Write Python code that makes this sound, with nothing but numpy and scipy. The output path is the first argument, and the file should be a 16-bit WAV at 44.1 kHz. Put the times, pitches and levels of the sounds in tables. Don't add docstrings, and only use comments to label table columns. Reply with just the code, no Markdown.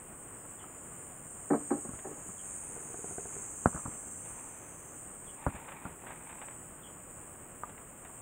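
import sys
import numpy as np
from scipy import signal
from scipy.fft import rfft, irfft, next_fast_len
from scipy.io import wavfile

SR = 44100
rng = np.random.default_rng(int(sys.argv[2]) if len(sys.argv) > 2 else 0)


def pcm_store(signal):
    levels = np.round(np.clip(np.atleast_2d(signal), -1, 1) * 32767)
    wavfile.write(sys.argv[1], SR, levels.astype(np.int16).T)


N = 362061


def amp(db):
    return 10 ** (np.asarray(db) / 20)


def unit(x):
    return x / np.sqrt(np.mean(x ** 2) + 1e-20)


def in_time(rows):
    s, *columns = np.transpose(rows)
    return [np.interp(np.arange(N) / SR, s, column) for column in columns]


def colour(x, spectrum):
    size = next_fast_len(N)
    bin_hz = np.arange(size // 2 + 1) * SR / size
    hz, db = np.transpose(spectrum)
    gain = amp(np.interp(np.log(bin_hz + 1), np.log(hz), db, left=-120, right=-120))
    return unit(irfft(rfft(x, size) * gain, size)[:N])


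def noise(spectrum):
    return colour(rng.standard_normal(N), spectrum)


def drift(rate):
    r = np.exp(-2 * np.pi * rate / SR)
    wander = signal.lfilter([1], [1, -2 * r, r * r], rng.standard_normal(N + SR))
    return unit(wander[SR:])


def ring(x, hz, t60):
    r, w = amp(-60 / (t60 * SR)), 2 * np.pi * hz / SR
    return signal.lfilter([0, np.sin(w)], [1, -2 * r * np.cos(w), r * r], x + 1e-18)


def low(x, hz, order=2):
    return signal.sosfilt(signal.butter(order, hz, fs=SR, output="sos"), x)


def high(x, hz, order):
    return signal.sosfilt(signal.butter(order, hz, "high", fs=SR, output="sos"), x)


def add(out, s, x):
    i = round(s * SR)
    out[i:i + len(x)] += x[:N - i]


def swell(start, attack, stop, release):
    t = np.arange(N) / SR
    return np.clip(np.minimum((t - start) / attack, 1 + (stop - t) / release), 0, 1)


def buzz_band(hz, width_hz):
    tone = np.exp(2j * np.pi * np.cumsum(hz) / SR)
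    a, b = low(rng.standard_normal((2, N)), width_hz, order=4)
    return unit(a * tone.real + b * tone.imag)


# pitch in Hz, relative level in dB per Hz.
AIR_COLOUR = [(12, -20), (20, -4), (88, -0.5), (162, 1.5), (195, -1.5), (300, -1.5), (432, -4), (462, -3.5),
              (914, -8), (1170, -7), (3050, -21.5), (4600, -53), (5980, -82), (10100, -120)]
# pitch in Hz, relative level in dB per Hz.
HISS_COLOUR = [(4500, -100), (4800, -22.5), (5200, -20), (5600, -48), (6500, -14), (10500, -9),
               (12500, -9.5), (14700, -1.5), (16000, 0.5)]
AIR_DB, HISS_DB = -52.5, -65


def air_and_hiss():
    air = amp(AIR_DB + 0.94 * drift(11.5)) * noise(AIR_COLOUR)
    hiss = amp(HISS_DB + 1.5 * drift(150)) * noise(HISS_COLOUR)
    return air + hiss


# pitch in Hz, relative level in dB per Hz.
WIDE_COLOUR = [(12, -29), (20, 3), (116, 1.5), (1600, -7), (2720, -15.5), (3310, -59), (10700, -49),
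               (13000, -44), (14100, -10), (15800, -4)]
WIDE_DB = -70


def channel_difference():
    return amp(WIDE_DB) * noise(WIDE_COLOUR) * [[1], [-1]]


# time in seconds, level in dB.
SONG_LEVEL = [(0.0, -49), (0.04, -51.5), (1.0, -49), (1.1, -50.5), (1.62, -47), (2.17, -48.5),
              (2.58, -45.5), (3.82, -45), (4.09, -47.5), (5.14, -51.5), (5.35, -50), (5.42, -52.5),
              (7.87, -53), (8.21, -51)]
WAVER_DB = 0.84


def song_level():
    return in_time(SONG_LEVEL)[0] + WAVER_DB * drift(2.7)


# pitch in Hz, relative level in dB per Hz.
CHORUS_COLOUR = [(3410, -80), (5800, -42), (6100, -28), (6400, -21.5), (6540, -18.5), (7070, -6.5),
                 (8480, 0), (8970, -7), (9540, -9), (11000, -27.5), (14300, -40), (22000, -120)]
CHORUS_DB = -3.0


def far_chorus(song_db):
    flutter_db = 1.0 * drift(19.0) + 1.0 * drift(55)
    return amp(song_db + CHORUS_DB + flutter_db) * noise(CHORUS_COLOUR)


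# start in seconds, length in seconds, final pitch in Hz, level in dB.
BIRD_CHIPS = [(.34, 0.12, 5000, -84), (0.584, 0.055, 3070, -64), (2.367, 0.062, 3060, -63),
              (4.24, 0.056, 2630, -71), (5.251, 0.071, 3140, -63.5), (6.818, 0.076, 3110, -60.5)]
CHIP_DROP, CHIP_ATTACK = .15, .45
CHIP_BLUR_HZ = 230
CHIP_TAIL_DB, CHIP_TAIL_S = -15, 0.059


def bird():
    out, lag = np.zeros(N), np.arange(SR // 4) / SR
    grits = rng.standard_normal((len(BIRD_CHIPS), 2, SR // 2))
    for (s, length, hz, db), grit in zip(BIRD_CHIPS, grits):
        attack = np.minimum(lag / (CHIP_ATTACK * length), 1)
        chip = attack * np.exp(-np.maximum(lag - 0.74 * length, 0) / (0.28 * length))
        tail = np.minimum(lag / length, 1) * np.exp(-np.maximum(lag - length, 0) / CHIP_TAIL_S)
        shape = chip + amp(CHIP_TAIL_DB) * tail
        falling_hz = hz * (1 + CHIP_DROP * np.exp(-lag / (0.25 * length)))
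        phase = 2 * np.pi * np.cumsum(falling_hz) / SR
        a, b = unit(low(grit, CHIP_BLUR_HZ, order=4))[:, -len(lag):]
        add(out, s, amp(db) * shape * (a * np.cos(phase) + b * np.sin(phase)))
    return out


# start in seconds, length in seconds, level in dB.
STROKES = [(2.397, 1.06, -62.5), (3.68, .27, -64.5), (4.21, .5, -60), (5.334, 0.54, -54), (5.98, 0.52, -57),
           (7.812, .45, -68)]
# pitch in Hz, relative level in dB per Hz.
CLOTH_COLOUR = [(400, -31), (700, -2), (900, 6.5), (1300, -5), (2100, -4), (2550, -3), (2950, -19),
                (3600, -18.5), (4500, -43)]
# start in seconds, level in dB, dying time in seconds.
LINE_SCRATCHES = [(1.949, -51, 0.0055), (1.989, -48, 0.013), (4.256, -53, 0.01), (5.549, -47.5, 0.037),
                  (5.685, -44, 0.021), (5.719, -45.5, 0.011), (6.068, -47, 0.042), (6.107, -50, 0.021),
                  (6.292, -47.5, 0.029), (6.415, -42.5, 0.014), (6.484, -42, 0.0052), (6.509, -52.5, 0.011),
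                  (7.693, -48, 0.011), (7.779, -46, 0.0056), (8.049, -50, 0.022)]
# pitch in Hz, relative level in dB per Hz.
SCRATCH_COLOUR = [(500, 10), (900, 9.5), (1800, 7), (2800, 0), (3700, -8.5), (4500, -47)]
STROKE_ATTACK_S, STROKE_RELEASE_S = 0.065, 0.089


def rustle():
    strokes = sum(amp(db) * swell(s, STROKE_ATTACK_S, s + length, STROKE_RELEASE_S)
                  for s, length, db in STROKES)
    grain = rng.standard_normal(N) * amp(3.0 * drift(120))
    swish = strokes * colour(grain, CLOTH_COLOUR)
    scratching, lag = np.zeros(N), np.arange(SR // 10) / SR
    for s, db, dying in LINE_SCRATCHES:
        onset = np.minimum(lag / 0.00072, 1)
        add(scratching, s, amp(db) * np.exp(-lag / dying) * onset)
    return swish + scratching * noise(SCRATCH_COLOUR)


# start in seconds, level of the main mode in dB, its pitch in Hz.
TACKLE_CLICKS = [(0.31, -47, 1400), (0.452, -46.5, 1340), (0.64, -42.5, 1280), (3.729, -41, 1210),
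                 (3.776, -37, 1320), (3.795, -40, 1250), (5.402, -49, 900), (5.854, -34, 1390),
                 (6.038, -43.5, 830), (6.065, -43, 1870), (6.105, -38, 930), (6.439, -43, 902),
                 (7.635, -27.5, 1207), (8.095, -45.5, 1130)]
CLICK_T60_S = 0.033


def tackle():
    out, tick = np.zeros(N), (np.arange(SR // 8) == 0) * 1.
    for s, db, hz in TACKLE_CLICKS:
        main = ring(tick, hz, CLICK_T60_S)
        lower = 0.59 * ring(tick, 0.836 * hz, CLICK_T60_S)
        upper = 0.35 * ring(tick, 1.21 * hz, 0.28 * CLICK_T60_S)
        add(out, s, amp(db) * (main + lower + upper))
    return out


# time in seconds, strength in dB.
RATTLE_TAPS = [(2.699, -48), (2.764, -42.5), (2.805, -45), (2.854, -48), (2.901, -42.5), (2.943, -40),
               (2.991, -43), (3.043, -41), (3.11, -39.5), (3.182, -37.5), (3.255, -42), (3.365, -41.5)]
# pitch in Hz, relative strength in dB, 60 dB decay time in seconds.
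RATTLE_MODES = [(200, -17, .05), (404, -2.5, 0.16), (468, -0.5, 0.094), (720, 5.5, 0.03), (1160, 2, .012),
                (1520, 8, 0.017), (1950, 5, .008)]
TAP_S, TAP_GRIT = .0005, 1.6


def rattle():
    s, db = np.transpose(RATTLE_TAPS)
    out, spread_db = np.zeros(N), rng.normal(0, 0.92, (len(s), len(RATTLE_MODES)))
    fade = np.exp(-1 / (TAP_S * SR))
    for (hz, mode_db, t60), own_db in zip(RATTLE_MODES, spread_db.T):
        taps = np.zeros(N)
        taps[(s * SR).astype(int)] = amp(db + mode_db + own_db) * (1 - fade)
        contact = signal.lfilter([1], [1, -fade], taps)
        out += ring(contact * (1 + TAP_GRIT * rng.standard_normal(N)), hz, t60)
    return out


# start in seconds, push in dB, dying time of the contact in seconds.
HULL_BUMPS = [(1.502, -38, 0.023), (1.53, -39, 0.017), (1.604, -60, 0.017), (1.704, -41.5, 0.022),
              (1.759, -57.5, 0.028), (1.844, -56, 0.014), (2.044, -51.5, 0.037), (2.109, -59.5, 0.017),
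              (2.168, -62.5, 0.01), (2.248, -67, 0.031)]
# pitch in Hz, relative strength in dB, 60 dB decay time in seconds.
HULL_MODES = [(156.5, -16.5, 0.202), (232, -8.5, 0.11), (291.2, -5.5, 0.21), (358, -3.5, 0.058),
              (447, -3, 0.048), (543, -15, 0.14), (605, -9.5, 0.05), (705, -14.5, 0.1), (793, -8.5, 0.058),
              (990, -10, 0.024), (1086, -10, 0.038), (1285, -6.5, 0.02), (1540, -10, 0.022),
              (1736, -4, 0.017), (2270, -3.5, 0.018)]
BUMP_BRIGHT_HZ = 1230


def hull():
    push, lag = np.zeros(N), np.arange(SR // 10) / SR
    grits = rng.standard_normal((len(HULL_BUMPS), len(lag)))
    for (s, db, contact), grit in zip(HULL_BUMPS, grits):
        hit_and_grit = grit + 4.1 * (lag == 0)
        scuff = low(hit_and_grit * np.exp(-lag / contact), BUMP_BRIGHT_HZ)
        energy = np.sum(scuff ** 2) * BUMP_BRIGHT_HZ / SR * 4
        add(push, s, amp(db) * scuff / np.sqrt(energy))
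    plates = sum((-1) ** k * amp(db) * ring(push, hz, t60)
                 for k, (hz, db, t60) in enumerate(HULL_MODES))
    return high(plates, 130, order=4)


# start in seconds, then strengths of snap, thud and buzz in dB.
HOUSING_KNOCKS = [(1.888, -44, -30.5, -30), (1.934, -41, -32, -28), (2.29, -45, -35, -30),
                  (3.658, -6, -14, -7), (3.745, -43, -25, -24), (3.761, -50, -37, -22),
                  (3.854, -39, -28, -18), (3.878, -43, -30, -40), (5.465, -14.5, -14, -12),
                  (5.543, -43, -28.5, -40.5), (5.852, -35, -28, -25), (5.863, -34, -35, -52)]


def knocks():
    out, lag = np.zeros(N), np.arange(SR // 6) / SR
    tick = (lag == 0) * 1.
    dent = ring(tick, 1100, .002)
    rebound = ring(np.roll(tick, round(SR / 2000)), 850, .002)
    snap = 2.16 * rebound - 0.75 * dent + 0.21 * ring(tick, 264, 0.043)
    die = np.exp(-lag / 0.013)
    grits = rng.standard_normal((len(HOUSING_KNOCKS), 2, len(lag)))
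    for (s, snap_db, thud_db, buzz_db), grit in zip(HOUSING_KNOCKS, grits):
        thud = -low(ring(tick, 66, 0.025), 450) + 0.085 * ring(grit[0], 205, 0.017) * die
        buzz = 0.041 * ring(grit[1], 1200, 0.0041) * die
        add(out, s, amp(snap_db) * snap + amp(thud_db) * thud + amp(buzz_db) * buzz)
    return out


def through_housing(blows):
    return high(low(blows, 1716, order=5), 50, order=2)


# time in seconds, body pitch in Hz, level in dB.
SLIDING_SONG = [(0.8, 7380, -58), (1.5, 7070, -56), (2.6, 6740, -57.5), (3.3, 6805, -50),
                (4.0, 6680, -61.5), (4.95, 6650, -62.5)]
SLIDE_WIDTH_HZ, SLIDE_SWELL_S = 350, 0.94
SLIDE_STOP_S, SLIDE_RELEASE_S = 4.95, 0.1
UNDERTONE_HZ, UNDERTONE_WIDTH_HZ, UNDERTONE_DB = 6175, 85, -69.5
UNDERTONE_FROM_S, UNDERTONE_RISE_HZ_PER_S = 2.6, 76


def sliding_singer():
    hz, level_db = in_time(SLIDING_SONG)
    body_swell = swell(SLIDING_SONG[0][0], SLIDE_SWELL_S, SLIDE_STOP_S, SLIDE_RELEASE_S)
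    body = amp(level_db + 1.1 * drift(25)) * body_swell * buzz_band(hz, SLIDE_WIDTH_HZ)
    under_hz = UNDERTONE_HZ + UNDERTONE_RISE_HZ_PER_S * (np.arange(N) / SR - SLIDE_STOP_S)
    under_swell = swell(UNDERTONE_FROM_S, SLIDE_SWELL_S, SLIDE_STOP_S, SLIDE_RELEASE_S)
    undertone = amp(UNDERTONE_DB) * under_swell * buzz_band(under_hz, UNDERTONE_WIDTH_HZ)
    return body + undertone


# pitch in Hz, gain in dB.
SINGER_COLOUR = [(5900, -41), (6800, -16), (7100, -5.5), (7600, -7.5), (8500, 0), (8950, -4), (9500, -33),
                 (10600, 1.5)]
CLICK_HZ, THROB_HZ = 452.0, 95.0
FIRST_BODY_HZ, SECOND_BODY_HZ = 7564, 7773
SINGERS_DB, SECOND_SINGER_DB = -3.2, -3


def steady_singer(body_hz):
    throb = 2 * np.pi * np.cumsum(THROB_HZ + 1.36 * drift(2.83)) / SR
    clicks = 2 * np.pi * np.cumsum(CLICK_HZ + 0.857 * drift(3.87)) / SR
    body = 2 * np.pi * np.cumsum(body_hz + 8.88 * drift(5.11)) / SR - 0.75 * np.sin(throb)
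    lines = sum(amp(3.3 * drift(1.07)) * np.cos(body + k * clicks + 1.09 * drift(3.5))
                for k in range(-3, 5))
    return colour(lines * (1 + 0.54 * np.cos(throb)), SINGER_COLOUR)


def steady_singers(song_db):
    pair = steady_singer(FIRST_BODY_HZ) + amp(SECOND_SINGER_DB) * steady_singer(SECOND_BODY_HZ)
    return amp(song_db + SINGERS_DB) * pair


def scene():
    song_db = song_level()
    background = air_and_hiss() + far_chorus(song_db) + bird()
    blows = through_housing(tackle() + rattle() + hull() + knocks())
    mid = background + rustle() + blows + sliding_singer() + steady_singers(song_db)
    return mid + channel_difference()


def record(dry):
    return signal.sosfilt(signal.ellip(12, .5, 70, 15750, fs=SR, output="sos"), dry)


dry = scene()
out = record(dry)
pcm_store(out)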